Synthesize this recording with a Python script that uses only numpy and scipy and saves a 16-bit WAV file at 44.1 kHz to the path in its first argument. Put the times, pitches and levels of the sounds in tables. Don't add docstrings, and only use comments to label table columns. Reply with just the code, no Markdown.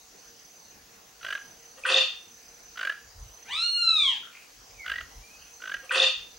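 import sys
import numpy as np
from scipy import signal
from scipy.fft import rfft, irfft, next_fast_len
from scipy.io import wavfile
from scipy.ndimage import uniform_filter1d, map_coordinates

SR = 44100
rng = np.random.default_rng(int(sys.argv[2]) if len(sys.argv) > 2 else 0)


def level_to_linear(level):
    exponent = np.asarray(level, float) / 20
    return 10 ** exponent


def master_out(mix):
    frames = np.transpose(np.atleast_2d(mix))
    ceiling = np.clip(frames, -1, 1)
    pcm = np.round(ceiling * 32767).astype(np.int16)
    wavfile.write(sys.argv[1], SR, pcm)


N = 281358
T = np.arange(N) / SR


def unit(x):
    return x / np.sqrt(np.mean(x ** 2) + 1e-20)


def along(points, hz):
    f, v = np.transpose(points)
    return np.interp(np.log(hz + 1), np.log(f + 1), v)


def curves(rows):
    s, *cols = np.transpose(rows)
    gate = np.clip(np.minimum(T - s[0], s[-1] - T) / 0.0027, 0, 1)
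    return [np.interp(T, s, c) for c in cols] + [gate]


def wobble(rate):
    return map_coordinates(rng.standard_normal(int(N * rate / SR) + 4), [T * rate])


def bell(centre, half):
    return np.exp(-((T - centre) / half) ** 2)


def filtered(x, response):
    m = next_fast_len(N + SR // 2)
    return irfft(rfft(x, m) * response(np.fft.rfftfreq(m, 1 / SR)), m)[..., :N]


def cavities(modes):
    def response(f):
        return sum((-1) ** k * level_to_linear(db) * 1j * f * w / (c * c - f * f + 1j * f * w)
                   for k, (c, w, db) in enumerate(modes))
    return response


def rush(spectrum, alike, patchy_db):
    z = signal.stft(rng.standard_normal((2, N)), nperseg=512)[2]
    field = uniform_filter1d(rng.standard_normal(z.shape[1:]), size=6, axis=0)
    field = uniform_filter1d(field, size=14, axis=1)
    pair = signal.istft(z * level_to_linear(patchy_db * unit(field)), nperseg=512)[1][:, :N]

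    def response(hz):
        turn = np.arccos(np.clip(along(alike, hz), -1, 1)) / 2
        return level_to_linear(along(spectrum, hz)) * [np.cos(turn), np.sin(turn)]
    mid, side = filtered(pair, response)
    return unit(np.array([mid + side, mid - side]))


# frequency_hz, t60_s
TREE_DECAY = [(500, 0.19), (1500, 0.39), (3500, 0.42), (9000, 0.31)]


def trees(x, wet_db, side_db, pan_db, gap):
    hz, t, z = signal.stft(rng.standard_normal((2, SR * 3 // 5)), SR, nperseg=256)
    decay = level_to_linear(-60 * t / along(TREE_DECAY, hz)[:, None])
    tail = signal.istft(z * decay, SR, nperseg=256)[1]
    tail = np.pad(tail / np.linalg.norm(tail[0]), ((0, 0), (round(gap * SR), 0)))
    mid, side = signal.fftconvolve(x[None], tail, axes=1)[:, :N] * level_to_linear([[wet_db], [side_db]])
    return (x + mid) * level_to_linear([[pan_db / 2], [-pan_db / 2]]) + side * [[1], [-1]]


# frequency_hz, level_db
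HAZE = [(60, -21), (100, -13.5), (200, -8.5), (400, -9), (800, -8), (1600, -10), (2600, -12), (3600, -15),
        (4300, -10), (5000, -8.5), (6900, -10), (7500, -17), (10000, -21), (15800, -23)]
# frequency_hz, likeness (0 to 1)
ALIKE = [(60, 0.98), (130, 0.94), (290, 0.62), (640, 0.081), (1410, 0.0073), (3100, 0.38), (6820, 0.52),
         (15000, 1)]


def haze():
    level_db = -54.5 + 0.23 * wobble(1.3) + 0.17 * wobble(24)
    return level_to_linear(level_db) * rush(HAZE, ALIKE, patchy_db=2.4)


# frequency_hz, level_db
CHORUS = [(5600, -16), (5900, -2), (6150, 2), (6450, -4), (6800, -26)]
# time_s, level_db
CHORUS_SWELL = [(0, -61), (.8, -63), (1.3, -59.5), (2.5, -58), (3.1, -60.5), (4.3, -63.5), (5.1, -55.5),
                (5.6, -58.5), (6.38, -56.5)]


def chorus():
    level_db = curves(CHORUS_SWELL)[0] + 0.83 * wobble(47)
    return level_to_linear(level_db) * rush(CHORUS, ALIKE, patchy_db=4.0)


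# pitch_hz, width_hz, level_db
DRONES = [(467.7, 7.2, -71.5), (740, 35, -72.5)]


def drones():
    pause_s, pause_db, return_s = 3.75, -13, 0.98
    out = np.zeros(N)
    for hz, width, db in DRONES:
        tone = unit(filtered(rng.standard_normal(N), cavities([(hz, width, 0)])))
        out += level_to_linear(db + 0.6 + 0.98 * wobble(3.6)) * tone
    dip = (T > pause_s) * np.clip(1 - (T - pause_s) / return_s, 0, 1)
    return level_to_linear(pause_db * dip) * out


# time_s, half_length_s, level_db
GUSTS = [(.8, .15, -84), (1.967, 0.07, -65), (2.164, 0.031, -72), (2.54, 0.14, -70), (3.073, .03, -60),
         (3.222, 0.078, -48.5), (3.565, 0.051, -59.5), (4.045, 0.045, -61), (4.578, .06, -66),
         (4.762, 0.062, -57.5), (4.932, 0.047, -57), (5.048, 0.046, -50), (5.18, .04, -48),
         (5.42, 0.071, -68), (5.804, 0.097, -70), (6.022, 0.033, -69), (6.2, 0.032, -63),
         (6.38, 0.059, -69)]


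def gusts():
    calm = level_to_linear(-76.5 + 3.2 * wobble(11))
    return calm + sum(level_to_linear(db) * bell(s, half) for s, half, db in GUSTS)


# frequency_hz, level_db
BUMP = [(15, -36), (25, -13.5), (40, 2), (65, -1), (115, -9), (250, -34), (400, -87)]


def wind():
    rumble = rush(BUMP, [(30, 0.985)], patchy_db=.7)
    return gusts() * unit(level_to_linear(1.5 * wobble(20)) * rumble)


# pitch_hz, level_db
WHINE = [(15734.33, -71), (15747.25, -76)]


def whine():
    return sum(level_to_linear(db + 3.5) * np.cos(2 * np.pi * hz * T) for hz, db in WHINE)


# start_s, end_s, stroke_rate_hz, level_db
CHIRPS = [
    (0.1526, 0.73, 34.7, -58),
    (1.1834, 1.73, 34.65, -57),
    (2.1865, 2.75, 34.7, -57),
    (3.1861, 3.75, 34.55, -56),
    (4.669, 4.8, 35.3, -59),
    (5.2952, 5.87, 34.7, -57),
    (6.266, 6.38, 33.0, -59),
]


def cricket():
    out = np.zeros(N)
    for start, end, rate, db in CHIRPS:
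        stroke = (T - start) * rate
        fade = np.clip((T - start) / 0.039, 0, 1) * (stroke > 0) * (T < end)
        luck = rng.random((60, 2))[np.clip(stroke, 0, 59).astype(int)]
        shape = np.sin(np.pi * (stroke % 1)) ** 2
        tone = np.sin(2 * np.pi * (6070 * T + luck[:, 1]))
        out += level_to_linear(db + 2.5 + 7.3 * luck[:, 0]) * fade * shape * tone
    return trees(out, wet_db=-27, side_db=-39.0, pan_db=-3.5, gap=.004)


def slaps(end, db, bend, turn_db, bill_db):
    slowest_gap_s, quickens = .0245, .175
    build_db, dying_db = -17, -19
    throat_hz, slack_hz_per_db, turn_hz_per_db = 1640, 12, -30
    click_db, click_holds = -11, .55
    back = np.arange(8)
    gaps = slowest_gap_s * np.maximum(back, 1.0) ** -quickens * (back > 0)
    s = np.append(end - np.cumsum(gaps), end + slowest_gap_s)
    under = np.append(build_db * (back / back[-1]) ** bend, dying_db)
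    first = np.append(back == back[-1], 0)
    turn = turn_db * np.append(back < 3, 0)
    luck = rng.standard_normal((9, 3)) * [.6, 35, 1.2]
    click = click_db + bill_db - click_holds * under - 9 * first
    hz = throat_hz + slack_hz_per_db * under + turn_hz_per_db * turn
    return np.c_[s, np.c_[db + under + turn - 5 * first, hz, click] + luck]


# frequency_hz, width_hz, level_db
BILL = [(624, 143, -6.5), (1027, 41, -5.5), (1370, 247, 5), (1954, 310, 2), (2380, 160, -1), (2900, 210, 5),
        (3460, 500, -4.5), (3940, 120, -5), (4520, 490, -11.5), (8200, 18000, -30)]


def rattle(rows, shake, wet_db, side_db, pan_db):
    tone, click, t = np.zeros(N + SR), np.zeros(N + SR), np.arange(SR // 25) / SR
    swell = np.exp(-((t - .006) / np.where(t < .006, .0038, .0046)) ** 2)
    swell += 0.15 * np.exp(-((t - .015) / 0.005) ** 2)
    snap = np.exp(-((t - .005) / np.where(t < .005, .003, .006)) ** 2)
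    for s, db, hz, click_db in rows:
        start = round((s - .003) * SR)
        tone[start:][:len(t)] += level_to_linear(db - 3.0) * swell * np.sin(2 * np.pi * (hz * t + rng.random()))
        puff = snap * rng.standard_normal(len(t))
        click[start - 60:][:len(t)] += level_to_linear(db + click_db + 10.0) * puff
    shaky = tone[:N] * (1 + shake * wobble(600))
    return trees(shaky + filtered(click[:N], cavities(BILL)), wet_db, side_db, pan_db, gap=0.0093)


# last_full_slap_s, peak_db, build_bend (how early it builds), turn_away_db, bill_db
CROAKS = [
    (1.3515, -21.5, 1.9, 0, 0),
    (2.897, -18, 1.6, 0, -2),
    (4.9835, -17, 2.2, -7.5, -3.5),
    (5.742, -19.5, 1.1, 0, -5),
]


def croaks():
    rows = np.concatenate([slaps(*row) for row in CROAKS])
    return rattle(rows, .15, wet_db=-11, side_db=-21.5, pan_db=-1.5)


def opening(opens, full, closes, fade, db):
    opening_db, choke_s, choke_db_per_s = 21.5, 2.0314, 904
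    rise = opening_db * np.clip((T - full) / (full - opens), None, 0)
    fall = fade * np.clip(T - closes, 0, None) + choke_db_per_s * np.clip(T - choke_s, 0, None)
    return level_to_linear(db + rise - fall) * (T > opens)


# opens_s, full_s, closes_s, fade_db_per_s, level_db
SQUAWK = [
    (1.83, 1.90, 1.9645, 219, -35),
    (1.846, 1.853, 1.862, 95, -29),
    (1.835, 1.866, 2.03, 304, -29),
    (1.85, 1.916, 2.02, 306, -32.5),
]
# frequency_hz, width_hz, level_db
CHEST = [(373, 91, -12), (519.5, 39.4, -2.5), (730, 140, -11)]
THROAT = [(920, 62, -4), (1242, 200, 5), (1562, 120, 3.5), (1859, 148, 6.5)]
MOUTH = [(2444, 150, -3.5), (2710, 82, 1.5), (2788, 45, 5.5), (3250, 510, -4)]
BEAK = [(3600, 57, -6.5), (3580, 100, 3.5), (3800, 970, -9), (4440, 770, -3), (4990, 360, -2),
        (6270, 5000, -10.5)]
# top_s, peak_db, pitch_hz, half_length_s
THROBS = [
    (1.839, -28.5, 2480, 0.0018),
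    (1.856, -20, 1506, 0.0035),
    (1.893, -20, 2594, 0.0038),
    (1.924, -15, 3620, 0.0011),
    (1.945, -11, 3560, 0.0022),
    (1.964, -11.5, 3628, 0.0026),
    (1.987, -13.5, 3590, 0.0034),
    (2.01, -22, 3600, 0.0034),
    (2.035, -26, 3600, 0.0025),
]
# start_s, fade_s, level_db
PUFFS = [
    (1.785, 0.027, -54),
    (1.861, 0.18, -41.5),
]
# frequency_hz, level_db
AIR = [(4500, -30), (5500, -12), (7000, -5.5), (8500, -1.5), (10500, -5), (11500, -27)]


def squawk():
    repeat_s = 4.05687
    cycles = np.cumsum(245 * (1 + 0.066 * wobble(60))) / SR
    pulses = np.diff(np.floor(cycles), prepend=0) * level_to_linear(3 * wobble(150))
    gated = rng.standard_normal(N) * np.exp(-2.5 * (cycles % 1))
    voice = 0.59 * unit(pulses) + .8 * unit(gated)
    voice = voice * level_to_linear(2.5 * wobble(200) + 2.5 * wobble(60))
    grunt = bell(1.786, .012)
    grunt_db = [-52, -55, -55.5, -93]
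    call = np.zeros(N)
    for row, db, modes in zip(SQUAWK, grunt_db, (CHEST, THROAT, MOUTH, BEAK)):
        def steep(hz):
            return cavities(modes)(hz) ** 1.495 / (1 + (hz / 7200) ** 14)
        call += (opening(*row) + level_to_linear(db) * grunt) * unit(filtered(voice, steep))
    t = T[:round(2.2 * SR)]
    for s, db, hz, half in THROBS:
        call[:len(t)] += level_to_linear(db) * np.exp(-((t - s) / half) ** 2) * np.sin(2 * np.pi * hz * t)
    breath = sum(level_to_linear(db) * np.clip((T - s) / 0.0038, 0, 1) * np.exp(-np.abs(T - s) / fade)
                 for s, fade, db in PUFFS)
    breath = breath * np.clip((2.1 - T) / .1, 0, 1)
    once = trees(call, wet_db=-2, side_db=-6.5, pan_db=0.2, gap=.006)
    once = once + breath * rush(AIR, [(7000, .1)], patchy_db=1)
    return once + np.roll(once, round(repeat_s * SR), axis=1) * (T > repeat_s)


# time_s, pitch_hz, effort_db
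WHISTLE = [
    (3.45, 639, -59.5),
    (3.515, 990, -35.5),
    (3.56, 1273, -32.5),
    (3.65, 1424, -27.5),
    (3.74, 1432, -38.5),
    (3.785, 1416, -24.5),
    (3.95, 1288, -26),
    (4.08, 1070, -30),
    (4.18, 770, -54),
]
TONES = [-14, -12.5, -6, -24]
SWINGS = [.7, .4, 1.0, -.2]
# frequency_hz, level_db
GAPE = [(2500, -11), (3500, -13), (5000, -22), (6000, -24), (7200, -26.5), (8500, -26), (10000, -38.5),
        (11500, -45), (13000, -68)]


def whistle():
    hz, db, on = curves(WHISTLE)
    rasp = bell(WHISTLE[0][0], .105) + .6 * bell(WHISTLE[-1][0], .085)
    pinch = -14 * np.exp(-((hz - 1432) / 11.6) ** 2)
    loud = np.clip(db + 31.5, 0, None) + np.clip(db + 33, -9, 0)
    levels = []
    for k, (tone, swing) in enumerate(zip(TONES, SWINGS), 1):
        pipe = 8 * np.exp(-((k * hz - 3850) / 1500) ** 2)
        levels.append(db + tone + (swing - 1) * loud + 2.5 * wobble(28) + pipe)
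    levels[0] = levels[0] + pinch
    hz = uniform_filter1d(hz, size=1800) * (1 + 0.0016 * wobble(40) + 0.0595 * rasp * wobble(350))
    phase = 2 * np.pi * np.cumsum(hz) / SR
    tones = sum(level_to_linear(level) * np.sin(k * (phase + 0.57 * rasp * wobble(250)))
                for k, level in enumerate(levels, 1))
    blur = 6 * rasp ** .7
    effort = uniform_filter1d(level_to_linear(db - 0.64 * loud + 1.0), size=2000) * (1 - .6 * rasp * (T < 3.8))
    for k in range(5, 9):
        colour = level_to_linear(along(GAPE, k * hz) + 3.5 * wobble(11))
        tones = tones + effort * colour * np.sin(k * phase + blur * wobble(300))
    return trees(np.sqrt(2) * on * tones, wet_db=-2.0, side_db=-5.5, pan_db=1.0, gap=0.0037)


# last_slap_s, peak_db, throat_hz, slap_count
ANSWER = [
    (4.27, -47, 1412, 3),
    (4.369, -43.5, 2364, 3.3),
    (4.421, -50.5, 2514, 2),
    (5.418, -53, 2900, 2.5),
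]


def answer():
    rows = [(s - 0.02 * k, db - 0.74 * k, hz, -9) for s, db, hz, count in ANSWER for k in range(int(count))]
    return level_to_linear(-3.0) * rattle(rows, 1.6, wet_db=-1.5, side_db=-7.5, pan_db=.3)


# time_s, pitch_hz, level_db
FAR = [
    [(4.74, 2620, -74), (4.756, 2462, -59), (4.838, 2048, -47.5), (4.87, 1900, -58)],
    [(5.11, 1870, -70), (5.2, 2270, -65), (5.31, 2520, -58), (5.38, 2550, -65), (5.57, 2550, -66)],
]


def far_birds():
    song = np.zeros(N)
    for rows in FAR:
        hz, db, on = curves(rows)
        phase = 2 * np.pi * np.cumsum(uniform_filter1d(hz, size=900)) / SR
        fourth = level_to_linear(-14) * np.sin(4 * phase) * (T > 5.2)
        fifth = level_to_linear(-8) * np.sin(5 * phase) * (T > 5.14) * (T < 5.23)
        song += on * level_to_linear(db + 4.9 * wobble(40)) * (np.sin(phase) + fourth + fifth)
    return trees(song, wet_db=-1, side_db=-8, pan_db=-.7, gap=.015)


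def scene():
    ambience = haze() + chorus() + drones() + wind() + whine()
    return ambience + cricket() + croaks() + squawk() + whistle() + answer() + far_birds()


# from_hz, width_hz, threshold_db
STARVED = [(7500, 400, -24), (8700, 500, -23), (10000, 400, -23), (11200, 800, -28), (12000, 800, -25),
           (12800, 900, -26), (13700, 900, -21), (14600, 900, -23)]


def thinned(dry):
    loudness = np.sqrt(np.abs(uniform_filter1d(dry.mean(0) ** 2, size=4096)))
    kept = filtered(dry, lambda hz: hz < 15870)
    for low, width, db in STARVED:
        starved = (loudness * level_to_linear(6 * wobble(16)) > level_to_linear(db)).astype(float)
        band = filtered(dry, lambda hz: (hz > low) & (hz < low + width))
        kept = kept - uniform_filter1d(starved, size=512) * band
    return kept


def roll_off(x):
    return signal.sosfilt(signal.butter(12, 16620, fs=SR, output="sos"), x)


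def record(dry):
    mix = thinned(dry)
    return roll_off(mix)


dry = scene()
out = record(dry)
master_out(out)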